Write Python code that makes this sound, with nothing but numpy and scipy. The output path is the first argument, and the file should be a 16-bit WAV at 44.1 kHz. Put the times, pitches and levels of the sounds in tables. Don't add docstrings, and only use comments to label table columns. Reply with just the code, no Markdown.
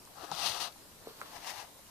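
import sys
import numpy as np
from scipy import signal
from scipy.fft import rfft, irfft
from scipy.io import wavfile
from scipy.ndimage import uniform_filter1d

SR = 44100
rng = np.random.default_rng(int(sys.argv[2]) if len(sys.argv) > 2 else 0)


def persist_wave(psi):
    counts = np.round(np.clip(psi, -1, 1) * 32767).astype(np.int16)
    wavfile.write(sys.argv[1], SR, np.atleast_2d(counts).T)


N = 83790


def amp(db):
    return 10 ** (np.asarray(db) / 20)


def unit_rms(x):
    return x / np.sqrt(np.mean(x ** 2) + 1e-20)


def decay(t, t60):
    return np.exp(-np.log(1000) * t / t60)


def curve_at(points, hz):
    f, value = np.transpose(points)
    return np.interp(np.log(hz + 1), np.log(f + 1), value)


def colour(x, points):
    log_gain = np.log(amp(curve_at(points, abs(np.fft.fftfreq(N, 1 / SR)))))
    response = np.exp(np.conj(signal.hilbert(log_gain)))
    return irfft(rfft(x) * response[:N // 2 + 1], N)


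def band(x, hz, spread):
    return signal.sosfilt(signal.butter(2, [hz / spread, hz * spread], "band", fs=SR, output="sos"), x)


def pan(db):
    return amp(np.array([[db], [-db]]) / 2)


def add(mix, start, sound):
    part = mix[:, round(start * SR):][:, :sound.shape[-1]]
    part += sound[..., :part.shape[1]]


# frequency in Hz, relative spectral level in dB.
HISS_SPECTRUM = [(12, -2), (20, -2.5), (211, -1.5), (419, -3.5), (551, -0.5), (766, -5), (954, -2),
                 (1090, -5), (1480, -9), (2060, -11.5), (3560, -10), (3970, -8), (4550, -9), (5820, -11),
                 (14000, -11.5)]
# frequency in Hz, left-right correlation.
HISS_CORRELATION = [(30, 0.88), (200, 0.53), (600, 0.64), (1500, 0.12), (4000, 0.05), (14000, 0.017)]


def valley_hiss(level_db=-54, patch_db=1.5):
    hz = np.fft.rfftfreq(1024, 1 / SR)
    a, b, c, d, patches = rng.standard_normal((N // 256 + 5, len(hz), 5)).T
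    left, independent = a + 1j * b, c + 1j * d
    patches = unit_rms(uniform_filter1d(uniform_filter1d(patches, size=10, axis=0), size=12, axis=1))
    correlation = curve_at(HISS_CORRELATION, hz)[:, None]
    right = correlation * left + np.sqrt(1 - correlation ** 2) * independent
    gain = amp(curve_at(HISS_SPECTRUM, hz)[:, None] + patch_db * patches)
    hiss = signal.istft(np.array([left, right]) * gain, nperseg=1024, noverlap=768)[1][:, :N]
    return amp(level_db) * unit_rms(hiss) * pan(db=1.25)


def slips(per_second=12000, spread_db=2.5, judder_db=1.0, judder_hz=130):
    size = amp(spread_db * np.minimum(rng.exponential(1, N), 4)) * rng.choice([-1, 1], N)
    rolloff = 1 + (np.fft.rfftfreq(N, 1 / SR) / judder_hz) ** 2
    judder = unit_rms(irfft(rfft(rng.standard_normal(N)) / rolloff, N))
    released = rng.random(N) < per_second / SR
    return size * released * amp(judder_db * judder)


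# time in seconds, level in dB.
GRIP_ENVELOPE = [(1.0, -68), (1.09, -52.5), (1.15, -59), (1.201, -51.5), (1.26, -53.5), (1.4, -54.5),
                 (1.62, -56), (1.72, -75)]
# frequency in Hz, relative spectral level in dB.
GRIP_SPECTRUM = [(60, -25), (250, -1), (600, -3), (1150, 2), (2200, -10), (4500, -3.5), (7000, -18.5),
                 (14000, -9.5)]


def grip_shuffle():
    times, db = np.transpose(GRIP_ENVELOPE)
    shared = slips()
    pair = np.array([unit_rms(colour(shared + slips(), GRIP_SPECTRUM)) for side in range(2)])
    return pair * amp(np.interp(np.arange(N) / SR, times, db, left=-np.inf, right=-np.inf))


# start in seconds, length in seconds, level in dB, centre frequency in Hz.
CASE_BUMPS = [(.232, .025, -47.5, 357), (.311, 0.048, -51, 153), (0.424, .1, -58.5, 166),
              (.475, 0.079, -58, 92), (1.065, 0.038, -63, 124), (1.57, 0.047, -63, 114)]


def case_bumps():
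    out = np.zeros((2, N))
    for start, length, db, hz in CASE_BUMPS:
        progress = np.arange(0, 1, 1 / (length * SR))
        rumble = unit_rms(band(rng.standard_normal(N), hz, spread=1.18)[-len(progress):])
        add(out, start, amp(db) * rumble * np.sin(np.pi * np.sqrt(progress)) * pan(db=1.5))
    return out


def deck_echoes(pair, level_db=-10, t60=0.084):
    t = np.arange(SR // 4) / SR
    tail = rng.standard_normal((2, len(t))) * decay(t, t60) * (t > 0.003)
    tail /= np.linalg.norm(tail[0])
    return amp(level_db) * signal.fftconvolve(np.sqrt(2) * pair[1:], tail, axes=1)[:, :N]


def arrival_lag(pair, delay_s=0.00013):
    lag = np.exp(-2j * np.pi * np.fft.rfftfreq(N, 1 / SR) * delay_s)
    return np.array([irfft(rfft(pair[0]) * lag, N), pair[1]])


# start in seconds, gain in dB, pitch in Hz, 60 dB decay time in seconds,
# left-right difference in dB.
KNOCK_EVENTS = [(0.074, -40, 1090, 0.013, 3), (0.3158, -24, 879, 0.027, 11),
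                (0.3218, -25.5, 820, 0.016, 16), (.760, -48.5, 833, 0.037, 12),
                (1.0719, -27, 447, 0.018, 2), (1.106, -43, 434, 0.04, 6), (1.215, -15.5, 1320, 0.005, 1.5),
                (1.2192, -35.5, 470, 0.014, 5), (1.793, -44.5, 583, 0.021, 6)]
# multiple of the pitch, relative level in dB, fraction of the decay time.
DAMPED_MODES = [(.55, -13, 0.88), (1.001, -1.5, 1), (1.45, -9.5, 0.73), (2.3, -21, 0.33)]


def knocks(rise_s=0.00039):
    out, t = np.zeros((2, N)), np.arange(SR // 10) / SR
    attack = 1 - np.exp(-t / rise_s)
    for start, db, hz, t60, pan_db in KNOCK_EVENTS:
        ring = sum(amp(mode_db) * decay(t, t60 * fraction) * np.sin(2 * np.pi * hz * ratio * t)
                   for ratio, mode_db, fraction in DAMPED_MODES)
        low_cut = signal.butter(2, 0.63 * hz, "high", fs=SR, output="sos")
        add(out, start, amp(db) * signal.sosfilt(low_cut, attack * ring) * pan(pan_db))
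    return out


# start in seconds, peak before panning in dB, centre frequency in Hz,
# left-right difference in dB.
SNAG_EVENTS = [(0.0523, -41, 7140, 15), (0.3157, -28, 4300, 14), (.350, -30, 4100, 14),
               (0.4604, -28, 4340, 10), (.604, -26, 4170, 15), (1.207, -41, 8100, -18),
               (1.2156, -40, 7900, 19), (1.474, -29.5, 4830, -10)]


def snags(rebound_s=0.00032, rebound_db=-16.5):
    out = np.zeros((2, N))
    for start, db, hz, pan_db in SNAG_EVENTS:
        crack = band(signal.unit_impulse(SR // 100), hz, spread=1.47)
        crack = amp(db) * crack / abs(crack).max() * pan(pan_db)
        add(out, start, crack)
        add(out, start + rebound_s, amp(rebound_db) * crack)
    return out


def case_ring(drive, level_db=-14, t60=0.08):
    t = np.arange(SR // 10) / SR
    tail = rng.standard_normal(len(t)) * decay(t, t60)
    return drive + amp(level_db) * signal.fftconvolve(drive, tail / np.linalg.norm(tail))[:N]


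# frequency in Hz, gain relative to the left in dB.
FAR_GAIN = [(200, -12), (850, -19), (2000, -11), (4200, -22.5), (8000, -8), (13000, -5)]
# frequency in Hz, left-right correlation.
FAR_CORRELATION = [(200, 0.33), (900, 1), (2000, 0.65), (5000, 0.16), (13000, 0.13)]


def far_side(near, independent):
    correlation = curve_at(FAR_CORRELATION, np.fft.rfftfreq(N, 1 / SR))
    spectrum = correlation * rfft(near) + np.sqrt(1 - correlation ** 2) * rfft(independent)
    return colour(irfft(spectrum, N), FAR_GAIN)


# time in seconds, relative fizz level in dB, relative hollow level in dB.
LEAD_IN = [(0.11, -73, -61), (0.128, -80, -68), (0.172, -61, -52.5), (0.244, -52.5, -47), (0.268, -57, -53),
           (0.3, -59, -49)]
FIRST_STROKES = [(0.335, -43, -53), (0.339, -46.5, -49), (0.471, -33, -40.5), (0.523, -40.5, -46.5),
                 (0.531, -41.5, -44), (0.597, -45, -47.5), (0.603, -40.5, -42), (0.629, -37.5, -44),
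                 (0.675, -46, -47), (0.721, -69, -66.5), (0.725, -58.5, -69)]
SECOND_STROKES = [(1.26, -60, -55), (1.308, -67, -73), (1.318, -61.5, -55), (1.372, -53.5, -50),
                  (1.392, -61, -64), (1.42, -58, -59), (1.478, -44.5, -43.5), (1.486, -43.5, -47),
                  (1.496, -43, -46), (1.508, -43, -42), (1.528, -53.5, -51), (1.608, -50, -49),
                  (1.7, -76, -70.5)]
# frequency in Hz, relative gain in dB.
FIZZ_SPECTRUM = [(900, -59), (1900, -11.5), (2300, -14), (2750, -2.5), (3300, -4.5), (4300, -1.5),
                 (5200, -6), (6000, -8), (7400, -19), (9300, -14), (11000, -20.5), (14000, -23)]
HOLLOW_SPECTRUM = [(60, -31.5), (200, -18), (400, -13.5), (600, -7.5), (700, 0.5), (810, -0.5),
                   (1010, -6.5), (1240, -1), (1480, -11), (1700, -11), (2100, -32.5), (3200, -37)]
SECOND_COLOUR = [(300, -3), (750, -1.5), (980, 3.5), (1300, -7.5), (1650, 3), (2100, 11), (2900, 1),
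                 (4300, -1.5), (6400, 5), (8000, 1), (14000, 3.5)]


def rub(envelope, tilt=None, fizz_gain_db=5.5, hollow_gain_db=5):
    times, fizz_db, hollow_db = np.transpose(envelope)
    t = np.arange(N) / SR
    fade_in = np.clip((t - times[0]) / 0.011 + 1, 0, 1)
    fade_out = np.clip((times[-1] - t) / 0.01 + 1, 0, 1)
    fizz_gain = amp(fizz_gain_db + np.interp(t, times, fizz_db))
    hollow_gain = amp(hollow_gain_db + np.interp(t, times, hollow_db))
    rustles = []
    for drive in (case_ring(slips()), case_ring(slips())):
        drive = colour(drive, tilt) if tilt else drive
        fizz = fizz_gain * unit_rms(colour(drive, FIZZ_SPECTRUM))
        hollow = hollow_gain * unit_rms(colour(drive, HOLLOW_SPECTRUM))
        rustles.append(fade_in * fade_out * (fizz + hollow))
    left, independent = rustles
    return np.array([left, far_side(left, independent)])


def scene():
    knocking = knocks()
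    rustle = rub(LEAD_IN + FIRST_STROKES) + rub(SECOND_STROKES, SECOND_COLOUR) + snags() + case_bumps()
    return rustle + arrival_lag(knocking + grip_shuffle()) + deck_echoes(knocking) + valley_hiss()


def record(dry):
    low_pass = signal.firwin(1023, cutoff=14250, window=("kaiser", 9), fs=SR)
    return signal.oaconvolve(dry, low_pass[None], "same")


dry = scene()
out = record(dry)
persist_wave(out)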